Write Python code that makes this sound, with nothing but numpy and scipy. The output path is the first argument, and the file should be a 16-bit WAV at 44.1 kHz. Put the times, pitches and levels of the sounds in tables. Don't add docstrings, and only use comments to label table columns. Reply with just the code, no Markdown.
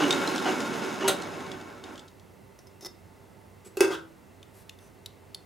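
import sys
import numpy as np
from scipy import signal
from scipy.fft import rfft, irfft, next_fast_len
from scipy.io import wavfile
from scipy.ndimage import map_coordinates

SR = 44100
rng = np.random.default_rng(int(sys.argv[2]) if len(sys.argv) > 2 else 0)


def inscribe(sig):
    pcm = np.round(np.clip(np.atleast_2d(sig).T, -1, 1) * 32767)
    wavfile.write(sys.argv[1], SR, pcm.astype(np.int16))


N = 240596
TIME = np.arange(N) / SR
SIZE = next_fast_len(N + SR // 2, real=True)
FREQ = np.fft.rfftfreq(SIZE, 1 / SR)
STOP_S = 2.13


def amp(db):
    return 10 ** (np.asarray(db) / 20)


def unit(x):
    return x / np.sqrt(np.mean(x ** 2) + 1e-20)


def along(points, hz):
    f, v = np.transpose(points)
    return np.interp(np.log(hz + 1), np.log(f + 1), v)


def wobble(rate):
    knots = rng.standard_normal(int(N * rate / SR) + 4)
    return unit(map_coordinates(knots, [TIME * rate]))


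def add(track, s, sound):
    start = max(round(s * SR), 0)
    track[start:start + len(sound)] += sound[:N - start]


def body(x, spectrum, peaks=(), size=16384):
    hz = np.fft.rfftfreq(size, 1 / SR)
    lift = 1 + sum(amp(db) ** 2 / (1 + (2 * (hz - centre) / width) ** 2) for centre, width, db in peaks)
    cepstrum = irfft(np.log(amp(along(spectrum, hz)) * np.sqrt(lift)))
    response = irfft(np.exp(rfft(2 * cepstrum[:size // 2], size)))
    return signal.oaconvolve(x, response / np.linalg.norm(response))[:N]


def spread(a, b, coherence):
    angle = np.arccos(np.clip(along(coherence, FREQ), -1, 1)) / 2
    mid, side = irfft(rfft([a, b], SIZE) * [np.cos(angle), np.sin(angle)], SIZE)[:, :len(a)]
    return np.array([mid + side, mid - side])


def contact(db, rise, t60):
    t = TIME[:SR // 4]
    return amp(db - 60 * t / t60) * (1 - np.exp(-t / rise)) * np.sign(rng.standard_normal(len(t)))


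def blows(rows):
    force = np.zeros(N)
    for s, db, rise, t60 in rows:
        add(force, s, contact(db, rise, t60))
    return force


def soften(x, bright_hz):
    pole = np.exp(-2 * np.pi * bright_hz / SR)
    return signal.lfilter([np.sqrt(1 - pole ** 2)], [1, -pole], x)


def ringing(modes, swell_s):
    t = TIME[:SR // 2]
    vibration = sum(amp(db - 60 * t / t60) * np.sin(2 * np.pi * hz * t) for hz, db, t60 in modes)
    return (1 - np.exp(-t / swell_s)) ** 2 * vibration


def taps(rows, spectrum, peaks, width_hz, lift_db, t60, dulling):
    out = np.zeros(N)
    hardest_db = max(row[1] for row in rows)
    for s, db, hz, bright_hz in rows:
        ping = (hz, width_hz, lift_db - dulling * (hardest_db - db))
        chatter = contact(db, 0.00029, t60)
        strike = np.linalg.norm(chatter) * signal.unit_impulse(len(chatter))
        force = amp(-1) * chatter + amp(-7) * strike
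        add(out, s, body(soften(force, bright_hz), spectrum, [*peaks, ping]))
    return out


def friction(length_s, db, taper):
    window = signal.windows.tukey(int(length_s * SR), taper)
    return amp(db) * window * rng.standard_normal(len(window))


def strokes(rows, spectrum, peaks, width_hz, lift_db, taper):
    out = np.zeros(N)
    for s, length_s, db, hz in rows:
        add(out, s, body(friction(length_s, db, taper), spectrum, [*peaks, (hz, width_hz, lift_db)]))
    return out


def in_room(x, wet_db, scatter_db=-4, scatter_hz=10500):
    # frequency in Hz, reverberation time in seconds.
    decay_times = [(100, 0.91), (400, 0.29), (1400, 0.34), (4000, 0.26), (12000, 0.2)]
    # frequency in Hz, left-right coherence.
    coherence = [(250, 0.35), (900, 0.13), (4000, 0.89), (14000, 0.35)]
    hz, t, noise = signal.stft(rng.standard_normal((2, SR // 2)), SR, nperseg=256)
    envelope = amp(-60 * t / along(decay_times, hz)[:, None]) * (1 - np.exp(-t / 0.00088))
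    tails = signal.istft(noise * envelope, SR, nperseg=256)[1]
    tails = spread(*tails, coherence) / np.linalg.norm(tails[0])
    reverberation = signal.oaconvolve(x[None], tails, axes=1)[:, :N]
    paths = rng.standard_normal(SR // 1000)
    highpass = signal.butter(2, scatter_hz, "high", fs=SR, output="sos")
    paths = signal.sosfilt(highpass, paths / np.linalg.norm(paths))
    side = amp(scatter_db) * np.convolve(x, paths)[:N]
    return np.array([x + side, x - side]) + amp(wet_db) * reverberation


def grit(rate, scatter_db):
    hits = rng.random(N) < rate / SR
    return unit(hits * rng.standard_normal(N) * amp(scatter_db * rng.standard_normal(N)))


def lathe(full_mesh_hz=297, shake_hz=42):
    # frequency in Hz, spectral level in dB.
    gear_spectrum = [(40, -49), (100, -18.5), (170, -2.5), (260, 1), (400, -3), (500, -5.5), (900, -8),
                     (1500, -13), (1900, -14), (3000, -27.5), (6000, -41.5)]
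    bearing_spectrum = [(500, -20), (1500, 1.5), (2200, -3.5), (3800, -1.5), (4700, -8.5), (7000, -9),
                        (8500, -13.5), (11000, -16), (13000, -20.5), (16000, -28)]
    # frequency in Hz, width in Hz, lift in dB.
    casting = [(310.5, 21, 2.5), (378.3, 15.4, 10), (459.5, 13, 3), (578.2, 7.6, 10), (752, 10, 6),
               (836, 16.6, 5.5), (904, 26, 7), (1069, 16, 10.5), (1114, 11, 3), (1326, 18, 10.5),
               (1409, 34, 10), (1520, 29, 9), (1630, 30, 2.5), (2104, 12, 6), (2227, 33, 10.5),
               (2620, 66, 7.5), (2860, 73, 4.5), (3055, 14, -1), (3300, 39, -16), (3680, 140, 0),
               (4370, 60, -19), (5103, 63, 12.5), (5760, 120, 3), (6430, 240, 6.5), (7070, 100, 4),
               (10200, 150, 2.5)]
    # multiple of the mesh rate, relative level in dB.
    stages = [(0.621, -15), (.97, -6.5), (1.19, -13), (1.941, -24)]
    # frequency in Hz, left-right coherence.
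    coherence = [(80, 0.21), (250, 0.91), (600, 0.61), (1200, 0.53), (3500, 0.92), (8000, 1), (14000, 0.13)]
    speed = np.clip(1 - TIME / STOP_S, 0, 1) ** 0.6
    mesh_hz = full_mesh_hz * speed
    cycles = np.cumsum(mesh_hz) / SR
    phase = 2 * np.pi * cycles
    teeth = unit(np.diff(np.floor(cycles), prepend=0) * (1 + rng.standard_normal(N)))
    rolling = spread(*rng.standard_normal((2, N)), coherence)
    gears = np.array([body(side + amp(-11) * teeth, gear_spectrum, casting) for side in rolling])
    tones = sum(amp(db + 1.5 * wobble(shake_hz)) * np.sin(order * phase + wobble(shake_hz))
                for order, db in stages)
    drone = amp(-2.5) * speed * tones
    rubbing = spread(*rng.standard_normal((2, N)), coherence) * (1 + 0.054 * np.cos(phase))
    crackle = amp(-10) * grit(2 * mesh_hz, scatter_db=1)
    bearings = np.array([body(side + crackle, bearing_spectrum, casting) for side in rubbing])
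    drag = spindle_drag()
    gear_gain = np.hypot(amp(-29) * speed ** 1.87, amp(-40) * drag)
    bearing_gain = np.hypot(amp(-36) * speed ** 2.35, amp(-50.5) * drag)
    flutter = amp(0.63 * wobble(21.3))
    return flutter * (gear_gain * (gears + drone) + bearing_gain * bearings)


def background(hum_hz=94.5):
    # frequency in Hz, spectral level in dB.
    spectrum = [(20, -33), (35, -28), (50, -3), (75, -4), (130, -3.5), (250, -5), (400, -5.5), (650, -8.5),
                (950, -12.5), (1700, -19.5), (3100, -25.5), (6000, -29), (15500, -31)]
    # frequency in Hz, width in Hz, lift in dB.
    peaks = [(96, 15, 4.5), (192.5, 28, 1.5), (395.6, 7.9, 7.5), (883, 9.5, 9.5), (2035, 160, 5),
             (2690, 44, 7)]
    # frequency in Hz, left-right coherence.
    coherence = [(30, .2), (70, 0.69), (180, 0.55), (550, 0.34), (1650, 0.53), (4500, 1), (9000, 0.81),
                 (15000, .15)]
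    air = spread(*[body(noise, spectrum, peaks) for noise in rng.standard_normal((2, N))], coherence)
    hum = amp(-61 + 1.5 * wobble(6.2)) * np.sin(2 * np.pi * hum_hz * TIME + 0.5 * wobble(13))
    return (amp(-54) * air + hum) * amp([[-0.5], [0.5]])


def carriage(groan_s=1.026, groan_hz=390):
    # start in seconds, length in seconds, level in dB, resonance in Hz.
    rubs = [(0, 0.049, -24.5, 288.5), (.452, 0.046, -26.5, 757), (1.005, 0.034, -30, 390),
            (1.04, 0.035, -31, 940)]
    # start in seconds, relative level in dB, rise and t60 in seconds.
    clanks = [(1.077, -9.5, 0.0056, 0.069), (1.09, -23.5, 0.004, 0.12)]
    # frequency in Hz, spectral level in dB.
    ways_spectrum = [(100, -19), (300, 3.5), (800, 3.5), (1500, 1), (2300, -7), (3200, -9), (4200, -12),
                     (6500, -17), (10000, -34), (16000, -56)]
    slide_spectrum = [(40, -18), (150, -4), (400, 2), (1000, 1), (2000, -2.5), (4000, 0.5), (5200, -9),
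                      (6500, -10.5), (9500, -8.5), (12000, -13), (16000, -17)]
    # frequency in Hz, width in Hz, lift in dB.
    ways_peaks = [(2910, 93, 16.4), (1550, 53, 2.8), (6540, 150, 3.8)]
    slide_peaks = [(570, 27, 17.5), (1484, 28, 9.5), (2820, 43, 10), (3730, 280, 4.5), (6320, 120, 17),
                   (8070, 290, 13), (8900, 150, -7), (9800, 120, 1), (11170, 260, 15)]
    # frequency in Hz, level in dB, t60 in seconds.
    bed_modes = [(555, -36, 0.14), (588, -33, 0.24), (776, -27, 0.17), (1390, -27, 0.23)]
    rubbing = strokes(rubs, ways_spectrum, ways_peaks, width_hz=17.6, lift_db=19, taper=0.23)
    clank = amp(0.5) * body(blows(clanks), slide_spectrum, slide_peaks)
    add(clank, clanks[0][0], ringing(bed_modes, swell_s=0.006))
    add(clank, groan_s, ringing([(groan_hz, -5, 0.21)], swell_s=0.038))
    return in_room(rubbing + clank, wet_db=-7)


def loose_parts(jingles_per_s=7, jingle_hz=3920, heavy_db=-26):
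    # start in seconds, level in dB, resonance in Hz.
    clinks = [(.1072, -14.5, 3680), (.1262, -20.5, 3760), (.2753, -26.5, 4130), (.3606, -29, 5510),
              (.38, -29.5, 3620), (.6045, -31.5, 4970), (1.2216, -33, 4280), (1.5165, -36.5, 3370),
              (1.8397, -39, 3630), (1.9784, -42.5, 3460), (1.9939, -41.5, 3480), (2.0822, -50, 3800),
              (2.197, -54, 3400)]
    # frequency in Hz, spectral level in dB.
    spectrum = [(200, -32), (2200, -8), (3400, 3.5), (6000, -0.5), (8000, -2), (12000, -18), (16000, -22)]
    count = round(jingles_per_s * STOP_S)
    scatter = rng.standard_normal((count, 2))
    progress = (np.arange(count) + rng.random(count)) / count
    jingles = [(share * STOP_S, -37 - 17 * share + 5 * size, jingle_hz * 2 ** (0.2 * pitch))
               for share, (size, pitch) in zip(progress, scatter)]
    rows = [(s, db, hz, 7000 / 2 ** (0.076 * max(db - heavy_db, 0))) for s, db, hz in [*clinks, *jingles]]
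    clinking = taps(rows, spectrum, [], width_hz=110, lift_db=15, t60=0.022, dulling=0.23)
    return in_room(clinking, wet_db=-7.5)


def sliding_steel():
    # start in seconds, length in seconds, level in dB, resonance in Hz.
    swishes = [(.46, 0.2, -63, 6550), (1.915, 0.035, -64, 6600), (3.645, 0.039, -54, 7850),
               (4.53, 0.11, -61, 12100), (4.795, 0.097, -65, 6050)]
    # frequency in Hz, spectral level in dB.
    spectrum = [(1500, 6), (4000, 1), (7000, 1), (11000, 4.5), (14000, -8.5), (16000, -18.5)]
    return in_room(strokes(swishes, spectrum, [], width_hz=260, lift_db=12, taper=0.33), wet_db=-4.5)


def spindle_drag(start_s=1.828, rise_s=0.018, t60=0.97, release_s=0.073):
    t = np.maximum(TIME - start_s, 0)
    release = np.clip((STOP_S - TIME) / release_s, 0, 1) ** 2
    return (1 - np.exp(-t / rise_s)) * amp(-60 * t / t60) * release


def gauge_in_bore(rise_s=0.00058, t60=0.03, slip_s=0.007):
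    # start in seconds, tick level in dB, scrape level in dB, scrape length in seconds.
    touches = [(2.5889, -43.5, -64, .012), (2.6697, -48.5, -67.5, 0.013), (2.8085, -40, -47.5, 0.032),
               (2.847, -32.5, -36, 0.019)]
    # frequency in Hz, spectral level in dB.
    spectrum = [(100, -22), (350, 4.5), (900, 5.5), (2700, -7.5), (3700, -4.5), (6000, 2.5), (8000, -6),
                (13000, -4.5), (16000, -14)]
    # frequency in Hz, width in Hz, lift in dB.
    bore_peaks = [(368, 38, 17), (2010, 15, 17.5), (2670, 28, 7), (3660, 130, 12), (5220, 140, 19.5),
                  (6250, 62, 8.5), (10160, 300, 8.5)]
    force = blows([(s, db, rise_s, t60) for s, db, _, _ in touches])
    for s, _, db, length_s in touches:
        add(force, s + slip_s, friction(length_s, db, taper=0.6))
    return in_room(body(force, spectrum, bore_peaks), wet_db=-9.5)


def gauge_contacts(rattle_s=0.0145, rock_s=0.0358, loss_db=5.5):
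    # start in seconds, crack level in dB, rise in seconds, board level in dB,
    # steel level relative to the crack in dB, contact brightness in Hz.
    landings = [(3.661, -57, .006, -38.5, -20, 9000), (3.7703, -30.5, 0.00018, -19.5, -25, 20000),
                (3.8059, -16, 0.0003, -5, -15.5, 13000), (3.9037, -30, 0.0062, -22.5, -13, 1200)]
    for s, crack_db, rise, board_db, steel_db, bright_hz in landings:
        t60 = 0.03 + 6 * rise
        dull_hz = 0.22 * bright_hz
        yield s, crack_db, rise, t60, board_db, steel_db, bright_hz
        yield s + rattle_s, crack_db - 12, 0.004, 0.1, board_db - 8, steel_db, dull_hz
        for k in range(2):
            start = s + (k + 1) * rock_s
            lost_db = k * loss_db
            yield start, crack_db - 16 - lost_db, 0.002, 0.07, board_db - 11 - lost_db, steel_db, dull_hz


def knock(skid_s=3.903, skid_length_s=0.0665, skid_db=-37.5, skid_hz=3300):
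    # frequency in Hz, relative level in dB, t60 in seconds.
    board_modes = [(326.3, -19.5, 0.54), (365.3, -8.5, 0.12), (384, 5, 0.081), (412.5, -2, 0.06),
                   (526, -20, 0.174)]
    steel_modes = [(950, -6.5, 0.29), (1295, -9, 0.36), (1574, 0, 0.14), (1910, -4, 0.13), (2230, 1, 0.092),
                   (2590, 1, 0.16), (2773, -10, 0.098), (3770, -20, 0.18), (4880, -1, 0.082),
                   (5170, -6, 0.065)]
    # frequency in Hz, spectral level in dB.
    crack_spectrum = [(60, -27), (200, -8), (450, 7), (700, 3), (1500, -2.5), (1820, -9.5), (2100, -1),
                      (2400, -13), (2700, -1), (3100, -10.5), (5000, -4.5), (8000, -8), (11000, -7.5),
                      (16000, -17)]
    skid_spectrum = [(400, -18), (1450, 2.5), (2100, -16), (3200, -4.5), (6000, -14), (14000, -26)]
    # frequency in Hz, width in Hz, lift in dB.
    crack_peaks = [(1450, 93, 7.5), (2560, 180, 7), (3440, 62, 6), (4420, 60, -0.5), (6500, 180, 7.5),
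                   (7830, 110, 8), (9600, 120, -3), (10800, 210, 3)]
    skid_peaks = [(1450, 190, 7.1)]
    board, steel, force = np.zeros((3, N))
    for s, crack_db, rise, t60, board_db, steel_db, bright_hz in gauge_contacts():
        add(board, s, amp(board_db) * ringing(board_modes, swell_s=0.0051))
        add(steel, s, amp(crack_db + steel_db) * ringing(steel_modes, swell_s=rise))
        add(force, s, soften(contact(crack_db, rise, t60), bright_hz))
    crack = body(force, crack_spectrum, crack_peaks)
    skid = strokes([(skid_s, skid_length_s, skid_db, skid_hz)], skid_spectrum, skid_peaks,
                   width_hz=500, lift_db=3, taper=0.68)
    return in_room(board, wet_db=-13.5) + in_room(steel + skid + crack, wet_db=-3)


def calipers(seat_s=0.001, seat_db=-8.5, seat_overtone=2.42):
    # start in seconds, level in dB, resonance in Hz, contact brightness in Hz.
    clicks = [(4.429, -45.5, 2630, 4000), (4.6944, -33.5, 2720, 2800), (4.7884, -50, 3600, 20000),
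              (5.0601, -29.5, 3900, 14000), (5.3464, -29.5, 4460, 12000)]
    # frequency in Hz, spectral level in dB.
    spectrum = [(500, -31), (2100, -12), (3200, -3.5), (5500, -3), (7500, -3.5), (8700, -12), (10800, -0.5),
                (12500, -6), (16000, -13.5)]
    # frequency in Hz, width in Hz, lift in dB.
    beam_peaks = [(2600, 120, -6), (3580, 200, 16.5), (5000, 250, 3), (6100, 170, -3), (7770, 240, 7),
                  (10200, 500, 5)]
    seats = [(s + seat_s, db + seat_db, hz * seat_overtone, bright_hz) for s, db, hz, bright_hz in clicks]
    clicking = taps([*clicks, *seats], spectrum, beam_peaks,
                    width_hz=290, lift_db=17.5, t60=0.0169, dulling=0.27)
    return in_room(clicking, wet_db=-12.5)


def scene():
    tools = gauge_in_bore() + sliding_steel() + knock() + calipers()
    return lathe() + carriage() + loose_parts() + tools + background()


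def record(dry, top_hz=15900):
    # frequency in Hz, level of left over right in dB.
    balance = [(40, 6), (130, -7), (300, -3.5), (600, -0.8), (2000, 0), (15000, 0.6)]
    lean_db = along(balance, FREQ) / 2
    return irfft(rfft(dry, SIZE) * amp([lean_db, -lean_db]) * (FREQ < top_hz), SIZE)[:, :N]


dry = scene()
out = record(dry)
inscribe(out)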